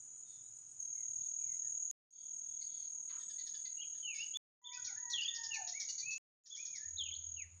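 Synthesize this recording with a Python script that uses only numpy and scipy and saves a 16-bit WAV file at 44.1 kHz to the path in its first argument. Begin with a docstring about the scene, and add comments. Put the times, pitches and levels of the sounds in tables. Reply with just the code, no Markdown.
"""A far insect chorus shimmers over a vegetable garden, then one cricket starts to trill close by,
each wing stroke ringing a falling tone. Songbirds whistle in pure arcs and scold with a rough voice
that rings in the throat; a distant rooster holds one sinking note. Underneath lie open air, a far road
and soft low bumps, and near the end a far engine starts to throb. The garden is heard from four spots
in turn, with a short silence and a fade-in between them."""
import sys
import numpy as np
from scipy import signal
from scipy.fft import rfft, irfft
from scipy.io import wavfile

SR = 44100
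rng = np.random.default_rng(int(sys.argv[2]) if len(sys.argv) > 2 else 0)


def unload_audio(sound):
    """Save the sound as a 16-bit wav file, at the path given as the first command line argument."""
    columns = np.transpose(np.atleast_2d(sound))
    # keep every value between -1 and 1, then stretch to whole-number steps
    steps = np.round(np.clip(columns, -1, 1) * 32767)
    wavfile.write(sys.argv[1], SR, steps.astype(np.int16))


N = 335160
TIME = np.arange(N) / SR

# listening spots: start/s, end/s, fade-in/s, first wing stroke/s, stroke rate/Hz
LISTENING_SPOTS = [(-.1, 1.912, .02, .8042, 39.025), (2.107, 4.372, .22, 2.1054, 38.965),
                   (4.617, 6.181, .22, 4.6464, 38.9), (6.438, 7.7, .22, 6.4794, 39.175)]
# the cricket's four paths, direct and by leaves, wall and ground, a row per spot: delay/ms of each
PATH_DELAYS = [(0, 5.368, 10.43, 17.33), (0, 2.944, 6.551, 7.527), (0, 4.969, 8.358, 19.55),
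               (0, 3.715, 22.068, 29.133)]
# the same paths: relative level/dB of each
PATH_LEVELS = [(11, 3.5, -16, -29.5), (-4, 1, -0.5, 2), (9.5, -14.5, -8.5, -2), (6, 0.5, 0.5, -6.5)]
# one wing stroke, slowing as it closes: t/ms from its middle, f/Hz, relative level/dB
WING_STROKE = [(-15, 6950, -32), (-6.5, 6850, -10), (-4.5, 6700, -5), (-1.7, 6660, -.5), (1.36, 6620, 0.5),
               (3, 6550, -7.5), (8, 6450, -8), (13, 6370, -34.5)]
# insects, a row per spot: cricket level/dB, its detune/Hz, its octave's relative level/dB, hiss level/dB
INSECT_MIX = [(-43, -5.5, -48, -71), (-46, -1, -62.5, -73), (-47, 14.5, -56.5, -83.5),
              (-48, 4, -55.5, -85.5)]
# whistled syllables: t/s, length/s, level/dB, first f/Hz, middle f/Hz, last f/Hz, warble/share of pitch
SONG_SYLLABLES = [ (.25, 0.19, -75, 3730, 3590, 3600, 0.012), (.43, 0.08, -83.5, 3900, 3870, 3890, 0),
                  (.95, 0.1, -76, 2230, 2120, 2000, 0.0095), (1.2, 0.098, -78.5, 3580, 3590, 3580, 0.013),
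                  (1.385, 0.095, -78.5, 2530, 2420, 2250, 0.021),
                  (1.475, 0.098, -73.5, 2210, 2087, 2110, 0.021),
                  (1.62, 0.087, -77.5, 1865, 1810, 1680, 0.0076),
                  (2.12, 0.17, -72.5, 3500, 3460, 3360, 0.063), (2.42, 0.22, -81, 3570, 3466, 3460, 0.032),
                  (2.66, .22, -73, 3510, 3490, 3360, .06), (2.94, 0.1, -81.5, 1020, 968, 920, 0.01),
                  (3.15, .25, -67, 7500, 8000, 8570, 0.022), (3.772, 0.058, -56, 2800, 2852, 2950, 0.013),
                  (3.812, .026, -49.5, 2906, 3214, 2450, 0.012),
                  (4.028, .12, -46.5, 3124, 2763, 2220, 0.0046),
                  (4.145, 0.052, -58, 2290, 2246, 2320, 0.024),
                  (4.185, 0.056, -45, 2565, 2784, 2980, 0.0075),
                  (4.338, .05, -41.5, 3200, 3503, 3485, 0.0099),
                  (4.642, 0.046, -39, 3230, 3566, 3110, 0.011), (4.71, 0.066, -56, 1990, 2474, 2510, 0.023),
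                  (4.77, 0.032, -58.5, 1447, 1502, 1400, .005), (4.86, 0.11, -63, 1507, 1468, 1473, 0.035),
                  (4.875, 0.032, -60.5, 2500, 2210, 1940, 0), (4.9, 0.032, -67, 850, 817, 795, 0.021),
                  (4.96, 0.034, -59, 1630, 1764, 1830, 0.0038),
                  (5.112, 0.023, -45, 4440, 4143, 3930, 0.027), (5.132, 0.023, -36, 3750, 3395, 3216, .008),
                  (5.156, .018, -42, 3260, 3194, 3140, .01), (5.176, .032, -38, 2900, 2860, 2663, 0.032),
                  (5.213, 0.026, -40.5, 2604, 3010, 2550, 0.027),
                  (5.245, 0.024, -39.5, 2573, 3335, 2700, 0.04), (5.275, 0.024, -37, 3030, 3584, 3150, 0),
                  (5.508, .062, -44, 2910, 2653, 2095, 0), (5.732, 0.11, -53, 1940, 2296, 2045, 0.0011),
                  (5.885, 0.021, -59, 2920, 2886, 2870, 0), (6.02, 0.047, -58, 2323, 2432, 2554, 0.0066),
                  (6.06, 0.12, -43.5, 2558, 2602, 2622, 0.0019), (6.505, 0.05, -45.5, 3260, 3486, 3080, 0),
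                  (6.57, 0.076, -54.5, 2160, 2452, 2430, 0), (6.733, 0.054, -60, 2405, 2130, 1760, 0.0024),
                  (6.79, 0.085, -62.5, 1766, 1762, 1910, .015), (6.968, .016, -50, 3330, 4005, 4140, .01),
                  (6.982, .062, -40.5, 3905, 3230, 3085, 0.0077),
                  (7.048, 0.031, -51.5, 2970, 2834, 2500, 0.041),
                  (7.082, .026, -48.5, 2710, 3200, 2330, 0.048),
                  (7.115, 0.023, -46, 2950, 3380, 3110, 0.045),
                  (7.136, 0.019, -53, 3100, 3360, 4270, 0.031),
                  (7.365, 0.078, -54.5, 2950, 2500, 1790, 0.011)]
# harsh scolding notes: t/s, length/s, level/dB before the throat, brightest f/Hz, pitch/Hz
SCOLD_NOTES = [(.261, .11, -78, 4540, 1873), (1.194, .085, -81, 4500, 1905), (2.115, .092, -77, 4600, 2290),
               (2.604, 0.027, -60.5, 4500, 2153), (2.704, .17, -74, 4500, 2110),
               (3.086, .022, -64, 3820, 2037), (3.189, .04, -65, 4000, 1820),
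               (3.291, 0.018, -60, 4100, 1762), (3.375, 0.04, -59, 4160, 2006),
               (3.458, 0.02, -54.5, 4550, 1868), (3.536, .018, -57, 4060, 1760),
               (3.646, 0.016, -55, 3970, 2063), (3.937, .055, -73.5, 3830, 1748),
               (4.136, .092, -59, 4660, 1771), (4.723, .023, -49.5, 5040, 1791),
               (4.838, .03, -47.5, 5200, 1890), (5.092, .027, -45, 5600, 1940),
               (5.205, .031, -53.5, 4940, 1634), (5.339, .03, -48, 5170, 1800),
               (5.427, .03, -47.5, 5260, 1810), (5.532, .025, -46.5, 5340, 1970),
               (5.667, 0.029, -46, 5060, 1928), (5.792, .026, -42.5, 5450, 1920),
               (5.879, .03, -45, 5520, 2013), (5.974, .036, -47.5, 5260, 2056),
               (6.099, 0.04, -50.5, 5500, 1963), (6.451, .018, -44.5, 5370, 1850),
               (6.552, .022, -49, 5600, 1890), (6.645, .024, -52.5, 5600, 1883),
               (6.746, 0.022, -50, 5370, 1893)]
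# EQ of the scolding bird's throat and beak: f/Hz, gain/dB
THROAT_EQ = [(1000, -5.5), (2800, 3.5), (3300, 1.5), (3800, -2.5), (4120, -3), (4400, 5), (4750, 2.5),
             (5000, 0.5), (5300, -2.5), (5650, -1), (6100, 3), (6600, -1.5), (7300, -17), (8500, -13.5),
             (10000, -12), (12500, -9), (15500, -12.5)]
# envelopes of the rooster's two partials: t/s, first level/dB, second level/dB
CROW_ENVELOPES = [(4.7, -60, -72.5), (4.748, -62, -58.5), (4.888, -93.5, -77.5), (5.076, -60, -61.5),
                  (5.142, -67, -52.5), (5.238, -88.5, -76), (5.356, -87, -57.5), (5.396, -62, -52.5),
                  (5.54, -72.5, -64.5), (5.58, -59.5, -50.5), (5.62, -65, -67)]
# the hoarse fall that ends the crow: columns as in SONG_SYLLABLES
CROW_FALL = [(5.58, .07, -53, 830, 764, 715, 0.051), (5.65, 0.091, -63, 720, 711, 691, 0.022)]
# envelope of the far crickets: t/s, level/dB
CHORUS_ENVELOPE = [(0, -53.5), (.8, -54.5), (1.9, -49.5), (2.2, -59.5), (4.4, -58.5), (6.5, -54.5),
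                   (7.6, -64.5)]
# colour of the far crickets: f/Hz, relative level/dB
CHORUS_SPECTRUM = [(4800, -55), (5250, -40), (5700, -31), (6100, -19), (6400, -5.5), (6700, -2), (6950, 3),
                   (7080, -16), (7300, -29.5), (7600, -53.5)]
# colour of the higher insects' hiss: f/Hz, relative level/dB
HISS_SPECTRUM = [(7100, -36.5), (7500, -11.5), (7800, -3), (8500, 7.5), (9000, -1), (9500, -18.5),
                 (10300, -7), (10900, -15.5), (11500, -33.5), (13800, -29.5), (15500, -26)]
# a thin, far insect tone: columns as in SONG_SYLLABLES
INSECT_WHINE = [(.05, 1.35, -87, 5260, 5160, 5258, .003), (1.45, .3, -76.5, 5258, 5240, 5250, .002)]
# a soft rustle: t/s, length/s, level/dB, centre f/Hz, half-width/octaves
RUSTLE_BANDS = [(3.101, 0.089, -72, 1210, 0.28), (3.099, 0.065, -71.5, 2200, 0.77)]
# the far road, a row per spot: level/dB, centre f/Hz
ROAD_RUMBLE = [(-86, 100), (-90, 210), (-85.5, 81), (-88.5, 140)]
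# soft low bumps: t/s, length/s, level/dB before the trim, centre f/Hz
LOW_BUMPS = [(0.377, 0.037, -76.5, 113), (0.462, 0.07, -80, 102), (0.882, 0.029, -76, 132),
             (1.08, 0.14, -73.5, 124), (1.465, 0.055, -72.5, 127), (1.648, 0.1, -79.5, 116),
             (2.508, 0.034, -78, 117), (4.789, 0.086, -77, 99.0), (4.951, 0.027, -77, 111),
             (5.113, 0.07, -76.5, 116), (5.328, 0.084, -76.5, 98.1), (5.467, 0.076, -74, 94.6),
             (5.603, 0.037, -80, 98.2), (6.02, 0.089, -75.5, 130)]
# colour of the open air: f/Hz, relative level/dB
AIR_SPECTRUM = [(25, -17), (50, -7.5), (110, 0.5), (200, -3.5), (300, -5.5), (550, -10.5), (1300, -10.5),
                (2200, -16), (3700, -14.5), (5000, -17), (7500, -24), (12000, -32.5)]

CRICKET_START_S, CRICKET_STOP_S = .792, 7.43


def cricket(cold_soft_db=2.0):
    """The near trill starts a little soft; its reflections overlap differently at each spot."""
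    out = np.zeros(N)
    padded = N + SR
    bin_hz = np.arange(padded // 2 + 1) * SR / padded
    for spot, delays_ms, paths_db, mix in zip(LISTENING_SPOTS, PATH_DELAYS, PATH_LEVELS, INSECT_MIX):
        start, end, _, first_s, rate_hz = spot
        level_db, detune_hz, octave_db, _ = mix
        trill = np.zeros(padded)
        for s in np.arange(first_s, min(end, TIME[-1]), 1 / rate_hz):
            stroke = wing_stroke(s, detune_hz, octave_db)
            at = int(s * SR) - len(stroke) // 2
            trill[at:at + len(stroke)] += stroke
        comb = sum(from_db(db) * np.exp(-2j * np.pi * bin_hz * ms / 1000)
                   for ms, db in zip(delays_ms, paths_db))
        reflected = irfft(rfft(trill) * comb, padded)[:N]
        here = (TIME > max(start, first_s - 1 / rate_hz)) & (TIME < end)
        out[here] = from_db(level_db) * rms_one(reflected[here])
    singing = gate(TIME, CRICKET_START_S, CRICKET_STOP_S, .003, .024)
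    return out * singing * from_db(-cold_soft_db * cold(TIME, warm_up_s=.3))


def wing_stroke(s, detune_hz, octave_db, wander=.0024, tooth_jitter=.00074, uneven_db=.73, flat_hz=151):
    """The closing wing slows and rings a falling tone, flat while the cricket is cold."""
    ms = np.arange(-SR // 80, SR // 80) * 1000 / SR
    hz, db = curves(WING_STROKE, ms)
    bend = 1 + wander * rng.normal() + tooth_jitter * rng.standard_normal(len(ms))
    phase = phase_of(hz * bend + detune_hz - flat_hz * cold(s, warm_up_s=.17))
    tone = np.sin(phase) + from_db(octave_db) * np.sin(2 * phase)
    return from_db(db + uneven_db * rng.normal()) * tone * signal.windows.tukey(len(ms), .2)


def cold(t, warm_up_s):
    """1 as the cricket starts, dying away as it warms up."""
    return np.exp(-np.maximum(t - CRICKET_START_S, 0) / warm_up_s)


def whistles(notes, warble_hz=66, waver=.0067, overtone_db=-38, swell_db=9.5, db_per_octave=12.5):
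    """Nearly pure tones, each bending along one arc; a fast vibrato makes some of them burry."""
    attack_s, release_s = .0044, .007
    out, unsteady = np.zeros(N), drift(160)
    vibrato = np.sin(phase_of(warble_hz * (1 + .15 * drift(20))))
    for s, length, db, first_hz, middle_hz, last_hz, depth in notes:
        span = around(s, s + length)
        u = np.clip(2 * (TIME[span] - s) / length - 1, -1, 1)  # -1 to 1 across the syllable
        hz = middle_hz + u * (last_hz - first_hz) / 2 + u ** 2 * ((first_hz + last_hz) / 2 - middle_hz)
        phase = phase_of(hz * (1 + depth * vibrato[span] + waver * unsteady[span]))
        tone = np.sin(phase) + from_db(overtone_db) * np.sin(2 * phase)
        effort_db = db_per_octave * np.log2(hz) - swell_db * u ** 2  # louder up high and mid-syllable
        envelope = gate(TIME[span], s + attack_s / 2, s + length, attack_s, release_s)
        out[span] += np.sqrt(2) * from_db(db + effort_db - effort_db.max()) * envelope * tone
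    return out


def scolds(arch=.04, rough=.024, rasp=.3, rattle_hz=430, throat_octaves=.27):
    """A rough voice, arching in pitch and rattling in level, rings in the bird's throat."""
    out, jitter = np.zeros(N), drift(440)
    rattle = 1 + np.sin(phase_of(rattle_hz * (1 + .1 * drift(30))))
    for s, length, db, bright_hz, pitch_hz in SCOLD_NOTES:
        span = around(s, s + length)
        t = TIME[span]
        bow = np.sin(np.pi * np.clip((t - s) / length, 0, 1)) - 2 / np.pi
        phase = phase_of(pitch_hz * (1 + arch * bow + rough * jitter[span]))
        overtones = sum(np.sin(k * phase) for k in range(2, 5))
        voice = rms_one(resonate(rattle[span] * overtones, bright_hz, throat_octaves))
        hiss = rng.standard_normal(len(t))
        breath = rms_one(resonate(hiss, bright_hz, throat_octaves))
        low_db = -6.5 - 38.5 * np.log2(bright_hz / 4200)  # brighter notes have a weaker fundamental
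        fundamental = from_db(low_db) * (.54 + .25 * rattle[span]) * np.sin(phase)
        edge_db = -22 + .7 * (db + 46.5)  # louder notes have a sharper edge
        note = rms_one(voice + rasp * breath) + fundamental + from_db(edge_db) * hiss
        out[span] += from_db(db) * note * gate(t, s + .011, s + length, .0078, .013)
    throat_db, = curves(THROAT_EQ, np.arange(N // 2 + 1) * SR / N)
    return irfft(rfft(out) * from_db(throat_db), N)


def rooster(start_s=4.62, end_s=5.615, pitch_hz=977, sag_hz=92.2, waver=.006):
    """One note that sinks ever faster, thinned to two partials by distance, then a hoarse fall."""
    first_db, second_db = curves(CROW_ENVELOPES)
    spent = np.clip((TIME - start_s) / (end_s - start_s), 0, 1)
    phase = phase_of((pitch_hz - sag_hz * spent ** 2.3) * (1 + waver * drift(50)))
    held = from_db(first_db) * np.sin(phase) + from_db(second_db) * np.sin(2 * phase)
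    held *= np.sqrt(2) * gate(TIME, start_s, end_s, .023, .14)
    return held + whistles(CROW_FALL, warble_hz=44.8, waver=.021, overtone_db=-20.5)


def far_insects(trill_hz=39.3, trill_depth=.23, throb_hz=7.3, throb_depth=.39):
    """Many far trills blur into a pulsing bed; higher insects throb above it and one whines thinly."""
    trill = 1 + trill_depth * np.sin(phase_of(trill_hz + .5 * drift(5.5)))
    throb = 1 + throb_depth * np.sin(phase_of(throb_hz + .5 * drift(5)))
    chorus_db, = curves(CHORUS_ENVELOPE)
    *_, hiss_db = by_spot(INSECT_MIX)
    chorus = from_db(chorus_db) * rms_one(trill * noise(CHORUS_SPECTRUM))
    hiss = from_db(hiss_db) * rms_one(throb * noise(HISS_SPECTRUM))
    return chorus + hiss + whistles(INSECT_WHINE, waver=.011)


def far_engine(start_s=6.89, level_db=-64.5, pitch_hz=81, climb_hz_per_s=6.1, stumble_hz=2, throb_hz=12):
    """One low, throbbing note that climbs as the engine slowly speeds up."""
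    hz = pitch_hz + climb_hz_per_s * (TIME - start_s) + stumble_hz * drift(20)
    throb = 1 + .44 * (np.sin(phase_of(throb_hz + drift(3.8))) + .5 * drift(15))
    running = gate(TIME, start_s, TIME[-1], .067, .067)
    return np.sqrt(2) * from_db(level_db) * running * throb * np.sin(phase_of(hz))


def rustles(rows):
    """Brief soft swells of band-passed noise."""
    out = np.zeros(N)
    for s, length, db, hz, octaves in rows:
        span = around(s, s + length)
        hiss = rms_one(resonate(rng.standard_normal(len(TIME[span])), hz, octaves))
        out[span] += from_db(db) * hiss * gate(TIME[span], s, s + length, .0077, .019)
    return out


def low_bumps(trim_db=-1, octaves=.25):
    """Dull, soft bumps of low noise."""
    return from_db(trim_db) * rustles([(*bump, octaves) for bump in LOW_BUMPS])


def far_road(spread_hz=44, swell_db=2.5, swell_hz=4):
    """Distant traffic: a narrow band of rumble that swells and ebbs."""
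    level_db, centre_hz = by_spot(ROAD_RUMBLE)
    phase = phase_of(centre_hz)
    band = drift(spread_hz) * np.sin(phase) + drift(spread_hz) * np.cos(phase)
    rumble = from_db(level_db) * rms_one(band * from_db(swell_db * drift(swell_hz)))
    return resonate(rumble, hz=130, octaves=1.7)


def open_air(level_db=-80):
    """Still air: a faint, steady bed of noise."""
    return from_db(level_db) * noise(AIR_SPECTRUM)


def garden_echo(x, near_db, far_db, near_t60_s=.1, far_t60_s=.53, predelay_s=.0051):
    """Leaves and walls close by scatter a quick echo, trees farther off a longer tail."""
    t = TIME[:SR]
    response = np.zeros(SR)
    for db, t60 in (near_db, near_t60_s), (far_db, far_t60_s):
        scatter = rng.standard_normal(SR) * (t > predelay_s) * 1000 ** (-t / t60)
        response += from_db(db) * scatter / np.linalg.norm(scatter)
    return x + signal.fftconvolve(x, response)[:N]


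def from_db(db):
    """Decibels to gain."""
    return 10 ** (np.asarray(db) / 20)


def rms_one(x):
    """Scale to an rms of 1."""
    return x / np.sqrt(np.mean(x ** 2) + 1e-20)


def curves(rows, at=TIME):
    """A table's columns as breakpoint curves along its first one."""
    points, *columns = np.transpose(rows)
    return [np.interp(at, points, column) for column in columns]


def by_spot(rows):
    """A table's columns, each row held while its spot is heard."""
    spot = np.searchsorted([start for start, *_ in LISTENING_SPOTS], TIME) - 1
    return np.array(rows)[spot].T


def drift(rate_hz):
    """A random modulator of rms 1, rolled off above rate_hz."""
    hz = np.arange(N // 2 + 1) * SR / N
    return rms_one(irfft(rfft(rng.standard_normal(N)) / (1 + (hz / rate_hz) ** 2), N))


def noise(colour):
    """Noise of rms 1 shaped by rows of f/Hz, level/dB, silent beyond their ends."""
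    hz, db = np.transpose(colour)
    bin_hz = np.arange(1, N // 2 + 2) * SR / N
    gain = from_db(np.interp(np.log(bin_hz), np.log(hz), db, left=-np.inf, right=-np.inf))
    return rms_one(irfft(rfft(rng.standard_normal(N)) * gain, N))


def phase_of(hz):
    """Running phase of a moving pitch."""
    return 2 * np.pi * np.cumsum(hz) / SR


def resonate(x, hz, octaves):
    """A band-pass reaching the given octaves to each side of hz."""
    edges = np.clip([hz / 2 ** octaves, hz * 2 ** octaves], 10, SR / 2 - 10)
    return signal.sosfilt(signal.butter(2, edges, "band", fs=SR, output="sos"), x)


def gate(t, start, end, rise, fall):
    """1 between start and end, with smooth fades outside."""
    edge = np.clip(np.minimum((t - start) / rise, (end - t) / fall) + 1, 0, 1)
    return np.sin(np.pi / 2 * edge) ** 2


def around(start, end):
    """The samples of a sound, with 50 ms handles."""
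    return slice(max(int((start - .05) * SR), 0), int((end + .05) * SR))


def scene():
    """The mono mix: cricket and birds, each with its own echo sends, over the background beds."""
    insects = garden_echo(cricket(), near_db=-10, far_db=-13) + far_insects()
    songs = garden_echo(whistles(SONG_SYLLABLES), near_db=-6, far_db=-8)
    scolding = garden_echo(scolds() + rustles(RUSTLE_BANDS), near_db=-3, far_db=-6, near_t60_s=.15)
    crow = garden_echo(rooster(), near_db=-15, far_db=-15)
    background = far_road() + far_engine() + open_air() + low_bumps()
    return (insects + songs + scolding + crow + background)[None]


def record(dry, opening_gain=.045, stopband_hz=16200):
    """Each spot fades in and ends on a hard cut; a steep low-pass takes off the very top."""
    fader = np.zeros(N)
    for start, end, fade_s, *_ in LISTENING_SPOTS:
        here = (TIME >= start) & (TIME < end)
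        fader += here * np.clip(opening_gain + (TIME - start) / fade_s, 0, 1)
    return signal.sosfilt(signal.cheby2(14, 60, stopband_hz, fs=SR, output="sos"), dry * fader)


dry = scene()
out = record(dry)
unload_audio(out)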